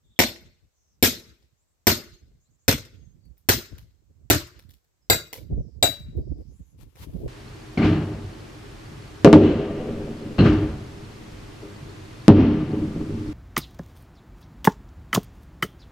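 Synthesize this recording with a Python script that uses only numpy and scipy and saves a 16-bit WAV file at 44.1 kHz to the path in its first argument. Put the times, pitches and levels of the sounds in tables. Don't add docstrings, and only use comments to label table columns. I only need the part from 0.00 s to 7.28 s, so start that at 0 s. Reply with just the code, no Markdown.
import sys
import numpy as np
from scipy import signal
from scipy.fft import rfft, irfft, next_fast_len
from scipy.io import wavfile
from scipy.ndimage import uniform_filter1d, minimum_filter1d

SR = 44100
rng = np.random.default_rng(int(sys.argv[2]) if len(sys.argv) > 2 else 0)


def put_to_file(sound):
    columns = np.atleast_2d(sound).T
    safe = np.clip(columns, -1, 1)
    whole_steps = np.round(safe * 32767)
    wavfile.write(sys.argv[1], SR, whole_steps.astype(np.int16))


def rack_gain(trim_db):
    fader = np.asarray(trim_db, float)
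    return 10 ** (fader / 20)


N = 321038
LEVEL_TIMES = np.arange(0, N + 88, 88)
PORT_LAG_S = .0004

# start in seconds, crack in dB, crack tilt in dB per octave,
# crack sent to the yard in dB, slap in dB.
BLOWS = [
    (0.19, -5, -3, 5, -8),
    (1.026, -4.5, 0.84, 5.5, 3),
    (1.869, -4, 0.74, 4, 4),
    (2.6804, -4, 0.4, 1, 1),
    (3.4883, -5, 0.65, 4, 4),
    (4.3005, -4.5, 0.7, 5, 8.5),
    (5.0995, -6, 2.6, 0.45, 4.5),
    (5.8268, -13.5, -0.94, 6, 3),
]
# pitch in Hz, level in dB, time to fall 60 dB in seconds.
BODY = [(233.6, 0.96, 0.031), (341.7, -1.6, 0.046)]
# pitch in Hz, level in dB, time to fall 60 dB in seconds.
KNOCK = [(422, -0.5, 0.016), (516, -8.5, 0.018)]


def evened(x):
    return x / np.sqrt(np.mean(x ** 2) + 1e-20)


def read(points, hz, order=1):
    table = np.transpose(points)
    return np.interp(np.log(hz + 1), np.log(table[0] + 1), table[order])


def add(mix, s, sound):
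    part = mix[..., round(s * SR):][..., :sound.shape[-1]]
    part += sound[..., :part.shape[-1]]


def sides(pan_db):
    return rack_gain(np.array([[.5], [-.5]]) * pan_db)


def coloured(points, shape):
    size = next_fast_len(shape[-1])
    z = rfft(rng.standard_normal((shape[0], size)))
    hz = np.linspace(0, SR / 2, z.shape[-1])
    return evened(irfft(z * rack_gain(read(points, hz)), size)[:, :shape[-1]])


def ring(modes, db, drift, rise=1e-4, longer=1):
    t = np.arange(SR // 2) / SR
    chance = rng.standard_normal((len(modes), 2))
    total = 0
    for (hz, mode_db, t60), (a, b) in zip(modes, chance):
        fading = rack_gain(mode_db + 0.71 * a - 60 * t / (t60 * longer))
        total = total + fading * np.sin(2 * np.pi * hz * (1 + drift * b) * t)
    return rack_gain(db) * (1 - np.exp(-t / rise)) * total


def click(points, tilt_db, slap_db=0):
    slap_hz, slap_octaves = 1290, 0.54
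    hz = abs(np.fft.fftfreq(2048, 1 / SR))
    tilt = tilt_db * np.log2((hz + 1) / 4000)
    slap = slap_db * np.exp(-(np.log2((hz + 1) / slap_hz) / slap_octaves) ** 2)
    log_gain = np.log(rack_gain(np.maximum(read(points, hz) + tilt + slap, -100)))
    pulse = np.fft.ifft(np.exp(np.conj(signal.hilbert(log_gain)))).real[:512]
    return pulse / np.linalg.norm(pulse)


def chatter(count, t60):
    hits = rng.standard_normal(count) * rack_gain(-8.5 - 60 * np.arange(count) / SR / t60)
    return np.concatenate([[1], hits])


def swell(s, db, half_s):
    return db - 9 * ((LEVEL_TIMES / SR - s) / half_s) ** 2


def pile(powers):
    levels = np.sqrt(sum(powers))
    return np.array([np.interp(np.arange(N), LEVEL_TIMES, level) for level in levels])


def lumps(rate_hz, depth_db):
    slow = signal.lfilter(*signal.butter(3, rate_hz, fs=SR), rng.standard_normal((2, N)))
    return evened(rack_gain(depth_db * evened(slow)))


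def steady(x, span_s):
    span = round(span_s * SR)
    power = uniform_filter1d(uniform_filter1d(x ** 2, span), span)
    return evened(x / np.sqrt(power + 0.015))


def still_air():
    # frequency in Hz, level in dB.
    air_colour = [(18, -13.5), (30, 8), (70, -1), (206, -18.5), (455, -17.5), (3130, -28.5), (5160, -27),
                  (5740, -25.5), (7880, -24), (9230, -37.5), (14800, -29.5), (16500, -45)]
    return rack_gain(-71) * coloured(air_colour, (2, N))


def wind():
    # frequency in Hz, level in dB.
    rumble_colour = [(20, -13.5), (40, 12), (75, 8.5), (150, -3.5), (260, -17.5), (420, -63.5), (700, -110)]
    flutter_colour = [(150, -27), (280, 3.5), (450, -4.5), (650, -15), (900, -33.5), (1400, -55.5),
                      (2200, -120)]
    whip_colour = [(400, 4), (600, -22), (800, -6.5), (1000, -16.5), (1500, -44), (2200, -120)]
    # time in seconds, rumble in dB.
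    breeze = [(0, -97.5), (.5, -81.5), (.8, -93), (2, -81.5), (3.1, -70.5), (3.999, -63.5), (4.9, -87),
              (5.4, -57), (7.28, -64)]
    # peak in seconds, rumble in dB, half length in seconds, left-right in dB.
    puffs = [(0.084, -59.5, 0.064, 0.5), (0.453, -51, 0.052, 0), (0.56, -68, 0.049, 2),
             (0.644, -57.5, 0.026, 4.5), (0.96, -63.5, 0.1, -1), (1.3, -50, 0.042, 2),
             (1.43, -59, 0.038, -4.5), (1.534, -64.5, 0.014, -13), (1.64, -80, 0.045, -18),
             (1.81, -71, 0.02, -6), (2.11, -53.5, 0.043, -12), (2.228, -44.5, 0.012, -11.5),
             (2.303, -54, 0.087, -4), (2.521, -63, 0.04, -5), (2.98, -49, 0.071, -14),
             (3.127, -55.5, 0.13, -17.5), (3.29, -54, 0.063, -23), (3.45, -74, .04, -7.5),
             (3.729, -36.5, 0.014, 9), (3.807, -47, 0.081, 3.5), (4.11, -58, 0.025, -10),
             (4.227, -52.5, 0.055, -14), (4.575, -49, 0.042, -8), (4.672, -52.5, 0.044, -16),
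             (4.738, -57.5, .03, -13), (5.06, -68, 0.055, -8.5)]
    # peak in seconds, rumble in dB, half length in seconds, left-right in dB,
    # extra flutter in dB.
    buffets = [(5.438, -45.5, 0.033, -28, 8.5), (5.53, -20, 0.026, -3.5, -2), (5.589, -22, 0.03, -2.5, -2),
               (5.662, -47, 0.036, -21, 11), (5.78, -42.5, 0.055, -18, 1.5), (6.057, -34.5, 0.066, 2, -10),
               (6.19, -29, 0.043, -10.5, 5.5), (6.317, -33.5, 0.064, -11.5, 0),
               (6.405, -39, 0.024, -12.5, 9.5), (6.505, -42.5, 0.047, -11.5, -7),
               (6.609, -38.5, 0.022, -3, -9.5), (6.753, -49.5, 0.024, -5, -1),
               (6.827, -43, 0.054, -4.5, -1), (6.959, -52.5, 0.028, 9, 7), (7.022, -36.5, 0.027, 6, 2),
               (7.085, -32, 0.019, 7, 3.5), (7.145, -36, 0.018, -19.5, 12), (7.18, -34.5, 0.035, -9.5, 10),
               (7.235, -30.5, 0.023, 0, 12), (7.264, -23, 0.01, -1.5, 1.5)]
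    breeze_pan_db = -16
    flutter_db, flutter_growth, flutter_pan = -62, 1.05, -0.21
    whip_db, whip_growth = -9, 1.2
    draught_shared = 0.27

    breeze_db = np.interp(LEVEL_TIMES / SR, *np.transpose(breeze))
    eddies = [(breeze_db, breeze_pan_db, 0)]
    eddies += [(swell(s, db, half), pan, 0) for s, db, half, pan in puffs]
    eddies += [(swell(s, db, half), pan, extra) for s, db, half, pan, extra in buffets]
    push = pile((rack_gain(db) * sides(pan)) ** 2 for db, pan, _ in eddies)
    shake = pile((rack_gain(flutter_db + flutter_growth * (db + 41.5) + extra)
                  * sides(flutter_pan * pan + 7.5)) ** 2 for db, pan, extra in eddies)
    pressure = coloured(rumble_colour, (2, N))
    rumble = steady(evened(pressure + draught_shared * pressure[::-1]), 0.0042) * push
    whip = coloured(whip_colour, (2, N)) * rack_gain(whip_db) * (shake * rack_gain(33)) ** whip_growth
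    flutter = (coloured(flutter_colour, (2, N)) + whip) * rack_gain(4.5) * shake
    return rumble * lumps(22., 3.5) + flutter * lumps(40., 5.)


def birds():
    # start in seconds, end in seconds,
    # start pitch in Hz, end pitch in Hz, level in dB.
    chirps = [(.02, 0.189, 7115, 7600, -82), (0.703, 1.01, 6520, 5610, -76),
              (1.56, 1.66, 6250, 8280, -78.5), (1.663, 1.755, 7420, 8200, -80.5),
              (2.39, 2.49, 6390, 7500, -74.5), (2.491, 2.58, 6380, 7448, -77),
              (2.575, 2.67, 6580, 7340, -74.5), (5.52, 5.818, 6160, 4640, -75.5),
              (6.1, 6.6, 5000, 5180, -75.5), (6.45, 6.63, 5400, 8200, -74.5), (6.5, 6.63, 9860, 10600, -77),
              (6.55, 6.78, 6930, 6550, -76), (6.64, 6.75, 11600, 10800, -77),
              (6.145, 6.175, 14400, 12000, -83), (6.18, 6.22, 14690, 11600, -77)]
    whistles = [
        (2.119, 2.222, 6470, 6480, -67.5),
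        (2.923, 3.17, 6590, 6380, -74),
        (3.18, 3.33, 4560, 4450, -78.5),
        (5, 5.089, 5230, 5170, -78.5),
    ]
    husky_notes = [
        (.03, .11, 3600, 3480, -77.5),
        (.09, .16, 3630, 3560, -73),
        (0.155, 0.19, 3520, 3410, -66),
        (2.44, 2.51, 3720, 4540, -81),
    ]
    out = np.zeros((2, N))
    for calls, width_hz in (chirps, 1000), (whistles, 46), (husky_notes, 310):
        for start, end, start_hz, end_hz, db in calls:
            size = round((end - start) * SR)
            a, b = rng.standard_normal((2, 2, SR))[..., :size]
            blur = signal.lfilter(*signal.butter(2, width_hz / 2, fs=SR), a + 1j * b)
            glide_hz = np.linspace(start_hz, end_hz, size)
            turn = np.exp(2j * np.pi * np.cumsum(glide_hz) / SR)
            call = evened((blur * turn).real) * signal.windows.tukey(size, .6)
            add(out, max(start, 0), rack_gain(db) * call)
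    return out


def steel_crack(blow, spark_db, dull_db):
    # frequency in Hz, level in dB.
    crack_colour = [(470, -24.5), (800, -1.5), (1150, -6.5), (1700, -2.5), (3220, -7), (3750, -7),
                    (7530, -10), (10900, -17.5), (12300, -16), (13900, -11.5), (15500, -17.5),
                    (16500, -41.5)]
    _, crack_db, tilt_db, wet_db, slap_db = blow
    muffle = wet_db - 4.0
    crack = rack_gain(crack_db + 11.0) * click(crack_colour, tilt_db + .5 * muffle + dull_db, slap_db)
    spark = rack_gain(crack_db + spark_db + 8.0 + 0.32 * muffle) * click(crack_colour, tilt_db + 2.5, slap_db)
    return np.convolve(spark, chatter(count=400, t60=0.012)), crack * rack_gain(wet_db)


def end_grain_push(db):
    # frequency in Hz, level in dB.
    push_colour = [(70, -19.5), (140, -3), (350, 0), (700, -3.5), (950, -15), (1500, -47)]
    return rack_gain(db - 12.5 + 7) * np.convolve(click(push_colour, 0), chatter(count=1200, t60=0.051))


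def log_thud(thud, rise, lean_db):
    # pitch in Hz, level in dB, time to fall 60 dB in seconds.
    deep = [(115, -2, 0.039), (150, -8, .035)]
    halves = [(599, -12.5, 0.11), (659.4, -2.5, 0.034), (740, -11.5, 0.005)]
    deep_db, body_db, knock_db, _, split_db = thud
    body = [(hz, db + side * lean_db, t60) for (hz, db, t60), side in zip(BODY, (-.5, .5))]
    clack = -ring(body, body_db + 6.5, 1 / 100, rise)
    clack -= ring(KNOCK, knock_db + 7.0, .012, rise)
    clack -= ring(halves, split_db + 3.5, 0.0028, rise)
    return clack, -ring(deep, deep_db + 4.5, 0.0055)


def wedge_ring(wedge_db, seat, end_db):
    # pitch in Hz, level in dB, time to fall 60 dB in seconds.
    gripped = [(1560, -21.5, 0.065), (1724, -30.5, 0.039), (2140, -20.5, 0.035), (2334, -26, 0.014),
               (2784, -29.5, 0.022), (4150, -22, .05)]
    top_db = max(db for _, _, db in seat)
    free_end = [(hz, db - top_db, 2.2 / np.clip(width, 30, 200)) for hz, width, db in seat]
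    return ring(gripped, wedge_db, 0.017) + ring(free_end, -21 + wedge_db + end_db, 0)


def steel_ring(grip, longer):
    # pitch in Hz, level in dB, time to fall 60 dB in seconds.
    low = [(3833, -6, 0.1), (3886, -6, 0.3), (3925, -7, .09), (3788, -12, .09)]
    middle = [(4704, 0, 0.13), (4667, -7, 0.09), (4625, -12, .08), (5520, -13, 0.07)]
    upper = [(6992, -9, .13), (7530, -5, .12), (7747, -6, 0.13), (7715, -8, .07), (8457, -8, 0.07),
             (8970, -9, 0.08)]
    high = [(12015, 6, 0.12), (11985, -5, 0.07), (12280, -12, .12), (12620, -7, .06)]
    top = [(14272, -1, .22), (14600, -9, .1), (15110, -7, .07), (13650, -10, .1)]
    edge = [(11370, -2, 0.15), (10770, -4, 0.14), (11080, -5, 0.08), (9800, -8, .1)]
    families = low, middle, upper, high, top, edge
    return sum(ring(family, db, .0003, longer=longer) for family, db in zip(families, grip))


def blows():
    # deep thud, log body, bright knock, wedge, split clack,
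    # all in dB.
    thuds = [(-25, -14, -15.5, -3, -15.5), (-21, -15, -16, -8, -16), (-18.5, -15.5, -15.5, -4, -16.5),
             (-15.5, -22, -19, -10.5, -25), (-18, -16.5, -21.5, -6.5, -17.5), (-14, -18.5, -14, -9, -12),
             (-18.5, -22.5, -16.5, -1, -11), (-25, -28.5, -16, -14, -11.5)]
    # 3.9, 4.7, 7.5, 12, 14 and 11 kHz families, all in dB.
    grips = [(-26.5, -33.5, -34.5, -22, -42, -39), (-30.5, -36.5, -27.5, -18, -41, -34.5),
             (-31, -31, -32, -20, -38.5, -38), (-32.5, -45.5, -31, -26, -40, -40),
             (-32.5, -42.5, -28.5, -24, -24.5, -34.5), (-40.5, -38, -31.5, -23.5, -38.5, -34.5),
             (-14, -16, -17, -24.5, -32, -32.5), (-11.5, -25.5, -20, -36, -27, -26.5)]
    # wood rise in seconds, rebound delay in seconds, rebound in dB,
    # steel ring length factor, spark in dB.
    landings = [(.0011, .011, -11.5, 1.01, 0.3), (.0011, .011, -13.5, 1.01, -0.87),
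                (.0011, 0.01, -8.5, 0.91, 0), (.0011, 0.014, -9.5, 1.01, 1.1),
                (.0011, .011, -14.5, 1.1, -0.6), (.002, .0105, -5.5, 1.01, -0.7),
                (.002, 0.01084, -6, 1.1, -1), (.003, 0.01092, 4, 1.03, -3)]
    # pitch in Hz, width in Hz, level in dB.
    seats = [
        [(2351, 97, -1), (3620, 25, -4.5), (4340, 99, -1), (5460, 79, -8.5)],
        [(2540, 57, -2), (3910, 53, -1), (4320, 53, -4), (5400, 41, -1.5)],
        [(1520, 57, -3), (3760, 68, -2.5), (4330, 82, -1.5), (5070, 97, -1)],
        [(1520, 59, -0.5), (2120, 26, -4), (3490, 240, -2.5), (5560, 130, -7.5)],
        [(2070, 130, 4), (3350, 75, -2), (5414, 55, -3.5), (6380, 88, -1)],
        [(1550, 97, -2), (3080, 130, -4), (4290, 210, -3), (4990, 140, -6.5)],
        [(1442, 54, 2), (2092, 29, -6.5), (2490, 45, -5.5), (2800, 50, -10)],
        [(1590, 47, -7.5), (2200, 46, -17), (2360, 26, -1.5), (2777, 100, 2)],
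    ]
    # lean to the log's upper body tone in dB, treble lost on the way to
    # the yard in dB per octave, wedge end ring in dB, dull push in dB.
    sits = [(3, -.5, 0.5, 0.5), (-2.5, -1, 2.5, -1.5), (-3.5, -1, 1, -2.5), (-1, -.5, 2.5, -1.14),
            (-0.8, -1, 2.5, -0.4), (9, -1.7, 0, -6), (-1.9, -1, 2.5, -2.5), (2, -1, 7.5, -5)]
    wood_paths = rack_gain([[3], [-3.5]])
    steel_paths = rack_gain([[-8.5], [-13], [0.5]])
    out = np.zeros((3, N))
    for blow, thud, grip, landing, seat, sit in zip(BLOWS, thuds, grips, landings, seats, sits):
        s, crack_db = blow[:2]
        rise, rebound, rebound_db, longer, spark_db = landing
        lean_db, dull_db, end_db, push_db = sit
        spark, crack = steel_crack(blow, spark_db, dull_db)
        add(out[0], s, spark)
        add(out[1], s, crack)
        add(out[:2], s, end_grain_push(crack_db + push_db) * wood_paths)
        clack, deep_thud = log_thud(thud, rise, lean_db)
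        add(out[:2], s, (clack + deep_thud) * wood_paths + wedge_ring(thud[3], seat, end_db))
        add(out[0], s + rebound, rack_gain(rebound_db) * clack)
        add(out, s, steel_ring(grip, longer) * steel_paths)
    return out


def walls():
    # delay in seconds, bass in dB, left treble in dB, right treble in dB,
    # blur in seconds.
    echoes = [(.0035, -1.5, 3.5, 5, 0.0011), (0.011, -5, -6, -2, 0.001), (0.022, -16, -14, -18, 0.0024),
              (.032, -15.5, -13.5, -7, 0.0015), (0.045, -16, -11, -10, .005),
              (0.099, -29, -27, -27, 0.0071), (0.169, -67.5, -36, -36.5, 0.0093)]
    split_hz, wall_top_hz = 700, 12000
    t = np.arange(1024) / SR
    bass, treble = np.zeros((2, 2, SR // 4))
    for s, bass_db, left_db, right_db, blur in echoes:
        rough = rng.standard_normal((2, len(t))) * np.exp(-t / blur)
        rough /= np.linalg.norm(rough, axis=1, keepdims=True)
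        add(treble, s, rack_gain([[left_db], [right_db]]) * rough)
        bass[:, round(s * SR)] = rack_gain(bass_db)
    response = signal.lfilter(*signal.butter(2, split_hz, fs=SR), bass)
    response += signal.lfilter(*signal.butter(2, [split_hz, wall_top_hz], "band", fs=SR), treble)
    hum_delay_s, hum_hz, hum_db, hum_swell_s = .0505, 270, -44, .006
    hum_level = rack_gain(hum_db) * t / hum_swell_s * np.exp(-(t / hum_swell_s) ** 2 / 2)
    add(response, hum_delay_s, hum_level * np.sin(2 * np.pi * hum_hz * t))
    direct = signal.unit_impulse(1024)
    low = signal.lfilter(*signal.butter(1, 2 * split_hz, fs=SR), direct)
    add(response, 0, low)
    add(response[0], 0, direct - low)
    add(response[1], PORT_LAG_S, direct - low)
    return response


def yard():
    # frequency in Hz, near level in dB, near time to fall 60 dB in seconds, far level in dB,
    # far time to fall 60 dB in seconds, left-right likeness.
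    scatter = [(90.5, -6.5, 0.42, -23, 0.3, 0.82), (258, -12.5, 0.23, -24.5, 0.38, 1),
               (430, -15.5, 0.42, -24, 0.75, 0.78), (710, -14, 0.097, -27.5, 0.29, 0.93),
               (1240, -7, 0.14, -27, 0.52, 0.091), (2560, -1, 0.19, -28, 0.63, 0.069),
               (5000, 0.8, 0.24, -26, 0.66, 0.073), (9200, 0.5, 0.18, -28.5, 0.5, 0.13),
               (14300, 0.5, 0.21, -36.5, 0.67, 0.61), (15400, -6.5, 0.12, -54.5, 0.3, 0.45),
               (16000, -34.5, .05, -79.5, .2, .45)]
    yard_db, rise_s, patch_db = 2, 0.017, 2.5
    houses_s, houses_spread_s, houses_db = .275, 0.02, 3.5
    size = SR * 3 // 4
    hz, t, (a, b) = signal.stft(rng.standard_normal((2, size)), SR, nperseg=256)
    near_db, near, far_db, far, same = (read(scatter, hz, order=k)[:, None] for k in range(1, 6))
    same = np.clip(same, -1, 1)
    z = np.array([a, same * a + np.sqrt(1 - same ** 2) * b])
    patches = uniform_filter1d(rng.standard_normal(a.shape), size=3, axis=0)
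    patches = uniform_filter1d(patches, size=9, axis=1)
    z *= rack_gain(patch_db * evened(patches))
    late_db = houses_db * np.exp(-((t - houses_s) / houses_spread_s) ** 2)
    fading = rack_gain(near_db - 60 * t / near) + rack_gain(far_db - 60 * t / far + late_db)
    tail = signal.istft(z * fading, SR, nperseg=256)[1][:, :size]
    tail *= 1 - np.exp(-np.arange(size) / SR / rise_s)
    return rack_gain(yard_db) * tail / np.linalg.norm(tail[0])


def echoed(far):
    out = np.zeros((2, N))
    edges = [0] + [round(SR * row[0]) - 50 for row in BLOWS[1:]] + [N]
    for a, b in zip(edges, edges[1:]):
        add(out, a / SR, signal.fftconvolve(far[None, a:b], yard(), axes=1))
    return out


def ticks():
    # frequency in Hz, level in dB.
    snap_colour = [(290, -27), (500, 1), (2170, -9), (3320, -8), (4200, -8.5), (8240, -17), (15300, -8.5),
                   (16700, -19)]
    # start in seconds, level in dB, tilt in dB per octave.
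    tears = [(1.4248, -63, -1), (3.2543, -63.5, 3.5), (3.324, -80, -4), (3.3705, -67.5, 0.5),
             (3.3795, -54, 6), (3.7821, -41.5, 0), (3.906, -70, 0), (4.5924, -45, -0.5), (4.6255, -59, 6.5),
             (4.6921, -50, 3), (4.7065, -48.5, 3), (4.7373, -53.5, 3), (4.8446, -65, 2), (5.3298, -24.5, 1),
             (5.335, -39, 1), (5.3864, -56, 1.5), (6.17, -57, 4), (6.38, -66.5, 4), (6.4004, -75.5, 4.5),
             (6.7788, -67.5, 3), (6.9564, -47.5, -1.5), (6.9693, -51, -4), (7.0318, -48, -0.5),
             (7.135, -51.5, -1), (7.169, -56, 3), (7.205, -56, 6)]
    out = np.zeros((2, N))
    for s, db, tilt_db in tears:
        snap = rack_gain(db + 9.5) * click(snap_colour, tilt_db)
        add(out[0], s, np.convolve(snap, chatter(count=200, t60=.004)))
        add(out[1], s, 0.84 * snap)
    return out


def log_bumps():
    # start in seconds, level in dB.
    bumps = [
        (1.987, -39),
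    ]
    out = np.zeros(N)
    for s, db in bumps:
        add(out, s, ring(BODY + KNOCK, db, 0.049))
    return out


def splinter():
    # pitch in Hz, level in dB, time to fall 60 dB in seconds.
    chip = [(507, -0.5, 0.027), (980, -16.5, 0.023), (2150, -12, 0.026)]
    # start in seconds, level in dB.
    bounces = [
        (5.3297, -33.5),
        (5.355, -43),
        (5.381, -41),
    ]
    out = np.zeros(N)
    for s, db in bounces:
        add(out, s, ring(chip, db, 0.024))
    return out


def scuffs():
    # frequency in Hz, level in dB.
    rustle = [(530, -15), (900, 1), (1480, -7), (2900, -4.5), (8870, -13), (10500, -9.5), (13700, -9),
              (15900, -20), (16500, -26.5)]
    # peak in seconds, level in dB, half length in seconds, left-right in dB.
    steps = [
        (6.413, -77.5, 0.019, 11),
        (6.605, -78, .2, 8),
        (6.82, -64, .03, 18),
        (6.914, -75, 0.068, 14),
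        (7.011, -53, 0.041, 6),
        (7.033, -49, 0.021, -0.5),
        (7.095, -64, 0.055, 0.5),
        (7.147, -70, 0.034, 0.5),
        (7.223, -64.5, 0.1, 3.5),
    ]
    level = pile((rack_gain(swell(s, db, half)) * sides(pan)) ** 2 for s, db, half, pan in steps)
    return coloured(rustle, (2, N)) * lumps(150., 1.2) * level


def scene():
    near, far, beam = blows()
    near_ticks, far_ticks = ticks()
    near = near + near_ticks + log_bumps() + splinter()
    struck = signal.fftconvolve(near[None], walls(), axes=1)[:, :N] + echoed(far + far_ticks)
    struck += np.array([beam, np.roll(beam, round(PORT_LAG_S * SR))])
    return struck * sides(2.2) + wind() + scuffs() + birds() + still_air()


def band_limit(x):
    return signal.sosfilt(signal.butter(12, 16810, fs=SR, output="sos"), x)


def record(dry):
    thinned = signal.lfilter(*signal.butter(3, 50., "high", fs=SR), dry)
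    room_left = np.minimum(.93 / (abs(thinned).max(0) + 1e-9), 1)
    gain = uniform_filter1d(minimum_filter1d(room_left, size=129), size=129)
    return band_limit(thinned * gain)


dry = scene()
out = record(dry)
put_to_file(out)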